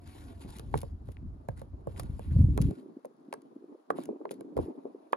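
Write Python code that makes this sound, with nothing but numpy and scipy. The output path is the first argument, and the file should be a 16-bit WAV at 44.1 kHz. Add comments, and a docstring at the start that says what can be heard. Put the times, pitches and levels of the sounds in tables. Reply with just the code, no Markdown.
"""A plastic toy horse is walked over wet paving, close to a hand-held microphone outdoors.
Each blow rings its damped body; it scrapes in short strokes, crunches grit and parts films of water.
Wind buffets the microphone: a deep rumble peaks in one gust, then the bass drops away and leaves a
thin flutter. Quiet air lies underneath, with a faint far whistle at the start."""
import sys
import numpy as np
from scipy import signal
from scipy.fft import rfft, irfft
from scipy.io import wavfile
from scipy.ndimage import uniform_filter1d

SR = 44100
rng = np.random.default_rng(int(sys.argv[2]) if len(sys.argv) > 2 else 0)


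def transcribe(u):
    """Save the signal u as a 16-bit wav file named by the first command-line argument.

    u: samples, shape (n,) or (channels, n), limited to [-1, 1]; the rate is SR.
    q: integer samples, one column per channel.
    """
    v = np.clip(np.atleast_2d(u).T, -1, 1)
    q = np.round(v * 32767).astype(np.int16)
    wavfile.write(sys.argv[1], SR, q)


N = 227556
TIME, HZ = np.arange(N) / SR, np.fft.rfftfreq(N, 1 / SR)

# wind between puffs (time [s], rumble [dB], flutter [dB], rush [dB])
WIND_LEVELS = [(0, -44, -61.5, -74), (0.52, -40, -54.5, -67.5), (1.0, -41.5, -64, -74),
               (1.45, -47.5, -65.5, -73.5), (2.0, -43.5, -55.5, -67.5), (2.25, -38, -63, -73.5),
               (2.38, -34.5, -50, -68.5), (2.67, -33, -42, -70.5), (2.77, -55, -50.5, -70.5),
               (3.15, -93, -61, -73), (3.72, -100, -55, -70.5), (3.86, -100, -74.5, -76),
               (3.93, -50, -43.5, -61), (4.2, -64, -51, -64), (4.54, -52, -48.5, -70),
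               (4.59, -27.5, -38.5, -51), (4.76, -68, -51, -64.5), (5.05, -100, -62, -69)]
# puffs of rumble (start [s], length [s], level [dB])
PUFFS = [(0.587, 0.31, -34), (0.881, 0.1, -33), (1.063, 0.064, -32), (1.176, 0.21, -34), (1.451, 0.21, -39),
         (1.67, 0.13, -37.5), (1.837, 0.37, -32), (2.247, 0.33, -14), (2.512, 0.2, -18),
         (4.561, 0.048, -30.5)]
# noise spectra (frequency [Hz], level [dB])
RUMBLE_SPECTRUM = [(15, -29.5), (30, -9.5), (45, -0.5), (62, 1), (82, 1), (125, -9.5), (180, -15.5),
                   (300, -20), (600, -79), (2000, -130)]
FLUTTER_SPECTRUM = [(70, -41), (130, -8), (190, -6.5), (280, 2), (400, -5.5), (600, -26.5), (1200, -74),
                    (2500, -100.5), (8000, -120)]
RUSH_SPECTRUM = [(150, -73), (350, -2.5), (600, 4.5), (1050, -5), (1500, -30), (2500, -29.5), (6000, -83),
                 (14000, -80)]
AIR_SPECTRUM = [(100, -34), (500, 23), (1200, 28.5), (2400, 6.5), (4200, 8.5), (6000, 4.5), (10500, -10),
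                (13000, -13), (16000, -3)]
SCRAPE_SPECTRUM = [(300, -23), (900, 6), (2000, -2.5), (3800, -5.5), (6300, -13), (8500, -5), (10500, -7),
                   (12500, -13.5), (14500, -29), (16000, -72)]
GRIT_SPECTRUM = [(300, -15), (1200, 1), (3000, 0.5), (5000, -1.5), (7000, -1.5), (9000, 6.5), (11000, 3.5),
                 (12500, -2), (14500, -11), (16000, -13)]
# far whistle (time [s], pitch [Hz], level [dB])
WHISTLE_CURVE = [(0, 677, -67), (.06, 723, -70.5), (.14, 737, -70), (.24, 722, -73.5), (0.329, 682, -66),
                 (.4, 670, -69), (.46, 674, -98)]
# toy sliding on stone (start [s], length [s], level [dB])
SLIDES = [(0.0, 0.89, -79.5), (0.05, 0.25, -71), (0.394, 0.032, -66.5), (0.468, 0.097, -66),
          (0.745, 0.036, -69), (1.048, 0.08, -80.5), (1.485, 0.02, -82), (1.557, 0.023, -70.5),
          (1.87, 0.93, -78), (1.956, 0.043, -64), (2.2, 0.037, -73.5), (2.29, 0.13, -75),
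          (2.589, 0.078, -69.5), (3.948, 0.08, -69), (4.295, 0.025, -71), (4.566, 0.083, -72),
          (4.69, 0.56, -96)]
# loudest grains cracking (time [s], level [dB], decay [s])
CRACKS = [(0.0747, -53.5, 0.0058), (0.408, -53, 0.0028), (0.5038, -43, 0.0031), (0.565, -47.5, 0.01),
          (0.585, -32.5, 0.0019), (0.7752, -33.5, 0.0053), (0.7882, -35.5, 0.0024), (0.805, -38, 0.0021),
          (0.815, -39, 0.0053), (1.118, -54, 0.0076), (1.594, -35, 0.00096), (1.996, -34.5, 0.0065),
          (2.0328, -39.5, 0.0023), (2.6153, -30.5, 0.0039), (2.621, -30.5, 0.0028), (3.0542, -44, 0.0023),
          (3.4186, -52, 0.0024), (3.9114, -49, 0.0037), (4.036, -38, 0.0021), (4.0555, -38, 0.0025),
          (4.3131, -43.5, 0.011), (4.3397, -52, 0.0039), (5.1245, -48, 0.01)]
# narrow treble resonances and notches laid on scrape and grit (centre [Hz], width [Hz], gain [dB])
TREBLE_BANDS = [(1445, 43, 10.5), (3940, 500, 2.5), (4440, 140, 4.5), (4920, 170, 5), (6670, 110, 6.5),
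                (7740, 110, -8), (9910, 83, -3), (10980, 1400, 2.5)]
# strongest eddies (time [s], level [dB], pitch [Hz])
EDDIES = [(0.446, -37.5, 220), (2.094, -28.5, 130), (2.317, -25, 84), (2.359, -12, 119), (2.387, -23, 194),
          (2.408, -15, 123.4), (2.437, -12.5, 88), (2.501, -31, 99), (2.601, -13.5, 136),
          (2.708, -28.5, 200), (2.857, -41.5, 350), (2.966, -35, 300), (3.282, -38, 270),
          (3.56, -36.5, 283), (3.639, -40.5, 344), (3.746, -40.5, 344), (3.989, -30, 304),
          (4.087, -36.5, 370), (4.108, -34, 390), (4.126, -36, 414), (4.159, -42, 404), (4.215, -39, 317),
          (4.597, -25.5, 346), (4.658, -34, 364), (4.851, -34.5, 384), (4.945, -35, 388)]
# toy set down (time [s], hollow ring [dB], boom and thud [dB], clack [dB], crushed grit [dB])
BLOWS = [(0.448, -62, -47.5, -65, -62), (0.596, -48, -46.5, -78, -30.5), (0.741, -19, -31, -35.5, -43),
         (0.755, -39, -29, -53, -40.5), (0.832, -41, -36.5, -61, -45), (1.088, -52, -43.5, -60.5, -50),
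         (1.487, -36, -31, -48, -39), (1.617, -47.5, -42, -60, -44.5), (1.872, -43.5, -32.5, -62, -45.5),
         (1.997, -42.5, -39, -46, -28), (2.194, -43.5, -40.5, -59, -42.5),
         (2.577, -31.5, -30.5, -39.5, -25.5), (2.587, -37, -35, -55, -60), (2.71, -53.5, -37.5, -68, -41.5),
         (3.048, -44.5, -37, -57, -51), (3.328, -33, -39, -48.5, -33), (3.339, -38, -41, -51, -33.5),
         (3.904, -19, -26, -38.5, -36.5), (3.986, -39.5, -31, -68, -50), (4.09, -48, -30, -74, -76),
         (4.213, -54, -36.5, -83, -81), (4.254, -33, -32.5, -48.5, -55), (4.31, -50.5, -33, -53, -34.5),
         (4.409, -56, -39.5, -62, -41), (4.568, -53, -27, -50, -40), (4.576, -33, -41, -57, -38.5),
         (4.589, -36, -23.5, -75, -60), (4.854, -57, -35.5, -75, -81), (5.131, -15.5, -23, -31, -41)]
# toy's modes: one boom, two hollow, five clack (nominal pitch [Hz], level [dB], t60 [s])
TOY_MODES = [(497.6, 0, 0.025), (934, -1.5, 0.015), (1105, 3, 0.012), (1538, 2, 0.016),
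             (1890, -31.5, 0.0044), (2400, -9, 0.016), (3130, -0.5, 0.0037), (4060, -5.5, 0.0038)]
# puddle smacks (time [s], level [dB], starting pitch [Hz])
WET_TICKS = [(1.1693, -47.5, 2080), (1.963, -50.5, 2150), (2.313, -50, 1540), (3.327, -36.5, 2190),
             (4.2928, -48, 2220)]
# phase between microphone ports (frequency [Hz], left lead [rad])
PORT_LEAD = [(0, -1.5), (310, 2), (510, 2), (850, 0.91), (1150, 1.35), (1320, 4.5), (1460, 4), (2240, 7),
             (3000, 8), (5200, 7.5), (6650, 7.5), (8050, 3.5), (10400, 0.44), (13100, -2.5), (16000, -6.5)]
# balance between ports (frequency [Hz], left minus right [dB])
PORT_TILT = [(100, -4.5), (400, 1.5), (1200, -4.5), (2400, 8), (4500, 6.5), (8100, 1.5), (15000, -1.5)]
# bass roll-off (time [s], corner [Hz])
BASS_CORNER = [(0, 22), (2.2, 28.6), (2.33, 56.6), (2.69, 43), (2.78, 151), (3.55, 151), (3.8, 260),
               (3.92, 148), (4.08, 133), (4.19, 280), (4.36, 124), (4.545, 190), (4.572, 55.5), (4.65, 63),
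               (4.74, 245), (4.86, 173), (5.05, 219)]


def gain(db):
    return 10 ** (np.asarray(db) / 20)


def unit_rms(x):
    return x / np.sqrt(np.mean(x ** 2) + 1e-20)


def unit_peak(x):
    return x / abs(x).max()


def pulse(x):
    """Rise and decay, peaking at 1 for x = 1."""
    return x * np.exp(1 - x)


def per_bin(table):
    """Table value per FFT bin, interpolated in log frequency."""
    hz, value = np.transpose(table)
    return np.interp(np.log(HZ + 1), np.log(hz + 1), value)


def envelope(table, column):
    """A dB column as gain per sample."""
    rows = np.asarray(table)
    return gain(np.interp(TIME, rows[:, 0], rows[:, column]))


def corner_hz(s):
    return np.interp(s, *np.transpose(BASS_CORNER))


def add(mix, s, sound):
    part = mix[max(round(s * SR), 0):][:len(sound)]
    part += sound[:len(part)]


def coloured(x, spectrum):
    return irfft(rfft(x) * gain(per_bin(spectrum)), N)


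def wander(cutoff_hz):
    """Slow unit-rms noise."""
    return unit_rms(irfft(rfft(rng.standard_normal(N)) / (1 + (HZ / cutoff_hz) ** 4), N))


def stereo_noise(spectrum, side_db):
    """Noise common to both ports, plus an antiphase part."""
    mid, side = (unit_rms(coloured(white, spectrum)) for white in rng.standard_normal((2, N)))
    return mid + gain(side_db) * np.array([side, -side])


def random_events(per_s):
    """Rows of (time [s], normal draw, normal draw), at roughly the given rate."""
    gap, size, character = rng.standard_normal((200, 3)).T
    s = np.cumsum(np.exp(gap / 2)) / per_s
    return np.column_stack([s, size, character])[s < TIME[-1]]


def gusting():
    """Rumble envelope: puffs swell and sink over the steady wind."""
    power = envelope(WIND_LEVELS, 1) ** 2
    for s, length_s, db in PUFFS:
        arch = abs(np.sin(np.pi * np.clip((TIME - s) / length_s, 0, 1))) ** 0.9
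        power += (gain(db) * arch) ** 2
    return np.sqrt(power)


def wind(rumble_db=-5.5, roll_db=2.5, roll_hz=14, lump_db=3.5, lump_hz=31):
    """Turbulence at the ports: rolling rumble, lumpy flutter, softer rush."""
    rumble = stereo_noise(RUMBLE_SPECTRUM, side_db=-12.5)
    rumble /= np.sqrt(uniform_filter1d((rumble ** 2).mean(0), size=2500) + 1e-6)  # even out the level
    rumble *= gain(rumble_db + roll_db * wander(roll_hz))
    lumps_db = lump_db * wander(lump_hz)
    flutter = stereo_noise(FLUTTER_SPECTRUM, side_db=-6.5) * gain(lumps_db)
    rush = stereo_noise(RUSH_SPECTRUM, side_db=4) * gain(0.83 * lumps_db)
    return rumble * gusting() + flutter * envelope(WIND_LEVELS, 2) + rush * envelope(WIND_LEVELS, 3)


def outdoor_air():
    """Steady wide hiss, louder on the left."""
    return stereo_noise(AIR_SPECTRUM, side_db=0) * gain([[2], [-2]])


def whistle(waver=0.02):
    """A thin tone that arches and fades."""
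    s, hz, _ = np.transpose(WHISTLE_CURVE)
    pitch_hz = np.interp(TIME, s, hz) * (1 + waver * wander(44))
    tone = np.sqrt(2) * np.sin(2 * np.pi * np.cumsum(pitch_hz) / SR)
    return tone * envelope(WHISTLE_CURVE, 2) * (TIME < s[-1])


def sliding(attack_s=0.022, release_s=0.029, rest_db=-92.5):
    """Contact envelope: each stroke swells, holds and dies away."""
    power = np.full(N, gain(rest_db) ** 2)
    for s, length_s, db in SLIDES:
        attack = np.clip((TIME - s) / attack_s, 0, 1)
        release = np.exp(-np.maximum(TIME - s - length_s, 0) / release_s)
        power += (gain(db) * attack * release) ** 2
    return np.sqrt(power)


def scrape(catches_per_s=900, catch_db=-3.5, shift_db=2.4, uneven_db=1.2):
    """Plastic on wet stone: hiss with tiny catches, its colour shifting as the contact moves."""
    sizes = gain(3.6 * np.minimum(rng.exponential(1, N), 4.5))
    catches = (rng.random(N) < catches_per_s / SR) * rng.choice([-1, 1], N) * sizes
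    friction = rng.standard_normal(N) + gain(catch_db) * unit_rms(catches)
    frames = signal.stft(friction, nperseg=256)[2]
    patches = uniform_filter1d(rng.standard_normal(frames.shape), size=4, axis=0)
    patches = unit_rms(uniform_filter1d(patches, size=12, axis=1))
    shifting = signal.istft(frames * gain(shift_db * patches), nperseg=256)[1][:N]
    return unit_rms(coloured(shifting, SCRAPE_SPECTRUM)) * sliding() * gain(uneven_db * wander(60))


def grit(rise_s=0.00079, crush_s=0.002, lead_s=0.0011, tail_db=-30, tail_s=0.0053,
         loose_per_s=30, loose_db=15, spread_db=4):
    """Grains snap with a faint trickle: singly, along strokes, and just before each blow lands."""
    power, t, contact = np.zeros(N), np.arange(3000) / SR, sliding()
    crushed = [(s - lead_s, db, crush_s) for s, *_, db in BLOWS]
    loose = [(s, 20 * np.log10(contact[int(s * SR)]) + loose_db + spread_db * size, crush_s)
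             for s, size, _ in random_events(loose_per_s)]
    attack = 1 - np.exp(-(t / rise_s) ** 2)
    trickle = gain(tail_db) * np.exp(-t / tail_s)
    for s, db, decay_s in list(CRACKS) + crushed + loose:
        snap = np.exp(-2 * t / decay_s)
        add(power, s, (gain(db) * attack * (snap + trickle)) ** 2)
    return coloured(np.sqrt(power) * rng.standard_normal(N), GRIT_SPECTRUM)


def treble_colour(x):
    """Narrow treble resonances and notches."""
    bands_db = sum(db / (1 + (2 * (HZ - hz) / width_hz) ** 2) for hz, width_hz, db in TREBLE_BANDS)
    return irfft(rfft(x) * gain(bands_db), N)


def buffets(pop_hz=520, pop_s=0.0018, pop_db=-24, pop_db_per_octave=10,
            small_per_s=14, small_db=8, spread_db=2.5, base_hz=200):
    """Each eddy is a brief pressure swing with a pop as it crosses the port."""
    out, t, flutter = np.zeros(N), np.arange(4000) / SR, envelope(WIND_LEVELS, 2)
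    pop = gain(pop_db) * pulse(t / pop_s) * np.sin(2 * np.pi * pop_hz * t)
    eddies = list(EDDIES)
    for s, size, detune in random_events(small_per_s):  # small eddies follow the flutter
        db = 20 * np.log10(flutter[int(s * SR)]) + small_db + spread_db * size
        hz = (base_hz + 0.93 * corner_hz(s)) * np.exp(0.13 * detune)
        eddies.append((s, db, hz))
    for (s, db, hz), phase in zip(eddies, rng.random(256)):
        rise_s = 0.0032 + 0.5 / hz
        swing = pulse((t / rise_s) ** 2) * np.sin(2 * np.pi * (hz * t + phase))
        add(out, s, gain(db) * swing)
        add(out, s + rise_s / 2, gain(db + pop_db_per_octave * np.log2(hz / base_hz)) * pop)
    return out


def knocks(boom_db=3, clack_db=5, chatter_db=-9, chatter_s=0.011, contact_s=0.0004, softening=0.16,
           thud_hz=190, thud_s=0.0071, sag_s=0.052, thud_db_per_octave=-7.5):
    """Blows ring the damped plastic: boom, hollow note, clack. 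The hand's weight follows as a thud."""
    out, t = np.zeros(N), np.arange(4000) / SR
    mode_hz, mode_db, t60_s = np.transpose(TOY_MODES)[:, :, None]
    thud = pulse(t / thud_s) * np.sin(2 * np.pi * thud_hz * t / (1 + t / sag_s))
    for s, hollow_db, low_db, hard_db, _ in BLOWS:
        hz = mode_hz * rng.uniform(0.781, 1.082, mode_hz.shape)
        modes = gain(mode_db - 60 * t / t60_s) * np.sin(2 * np.pi * hz * t)
        rise_s = contact_s * gain(-softening * hollow_db)  # gentler touch, longer contact
        modes *= 1 - np.exp(-(t / rise_s) ** 2)
        boom, hollow, clack = (unit_peak(group.sum(0)) for group in np.split(modes, [1, 3]))
        # settling on rough stone keeps the lowest mode chattering
        settling = rng.standard_normal(len(t)) * np.exp(-t / chatter_s)
        chatter = unit_peak(signal.fftconvolve(settling, boom)[:len(t)])
        thud_db = thud_db_per_octave * np.log2(corner_hz(s) / corner_hz(0))  # fades with the bass
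        low = gain(thud_db) * thud - gain(boom_db) * (boom + gain(chatter_db) * chatter)
        add(out, s, gain(hollow_db) * hollow + gain(low_db) * low + gain(hard_db + clack_db) * clack)
    return out


def smacks(ring_s=0.00022, chirp_per_s=18):
    """A film of water parts with a tiny rising tick."""
    out, t = np.zeros(N), np.arange(600) / SR
    for s, db, hz in WET_TICKS:
        chirp = np.sin(2 * np.pi * hz * t * (1 + chirp_per_s * t))
        add(out, s, gain(db) * pulse(t / ring_s) * chirp)
    return out


def ports(x):
    """Near sound reaches each port with its own phase and level; smooth curves keep the taps dry."""
    lead_rad = uniform_filter1d(per_bin(PORT_LEAD), size=900)
    tilt = gain(uniform_filter1d(per_bin(PORT_TILT), size=900) / 2)
    return irfft(rfft(x) * np.array([tilt, np.exp(-1j * lead_rad) / tilt]), N)


def echoes(x, t60_s=0.18, delay_s=0.002, cutoff_hz=5000):
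    """Dull scatter from paving and walls."""
    t = np.arange(SR // 2) / SR
    tail = rng.standard_normal((2, len(t))) * gain(-60 * t / t60_s) * (t > delay_s)
    tail = signal.lfilter(*signal.butter(1, cutoff_hz, fs=SR), tail / np.linalg.norm(tail[0]))
    return signal.fftconvolve(x[None], tail, axes=1)[:, :N]


def thin_bass(x, order=6):
    """Steep high-pass with a moving corner."""
    hz, s, frames = signal.stft(x, SR, nperseg=1024, noverlap=896)
    ratio = (hz[:, None] / corner_hz(s)) ** order
    highpass = ratio / np.sqrt(1 + ratio ** 2)
    return signal.istft(frames * highpass, SR, nperseg=1024, noverlap=896)[1][:, :N]


def scene():
    """Toy near the microphone, wind on the ports, quiet air and a far whistle."""
    toy = gain(3) * knocks() + gain(3.5) * smacks()
    toy += treble_colour(gain(-1.5) * grit() + gain(7) * scrape())
    air = gain(-78) * outdoor_air()
    return ports(toy) + gain(-16.5) * echoes(toy) + wind() + gain(1) * buffets() + air + whistle()


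def record(dry):
    """Bass roll-off, then the band limit."""
    edge_hz = 15900
    lowpass = signal.firwin(511, edge_hz, window=("kaiser", 9), fs=SR)
    return signal.oaconvolve(thin_bass(dry), lowpass[None], "same")


dry = scene()
out = record(dry)
transcribe(out)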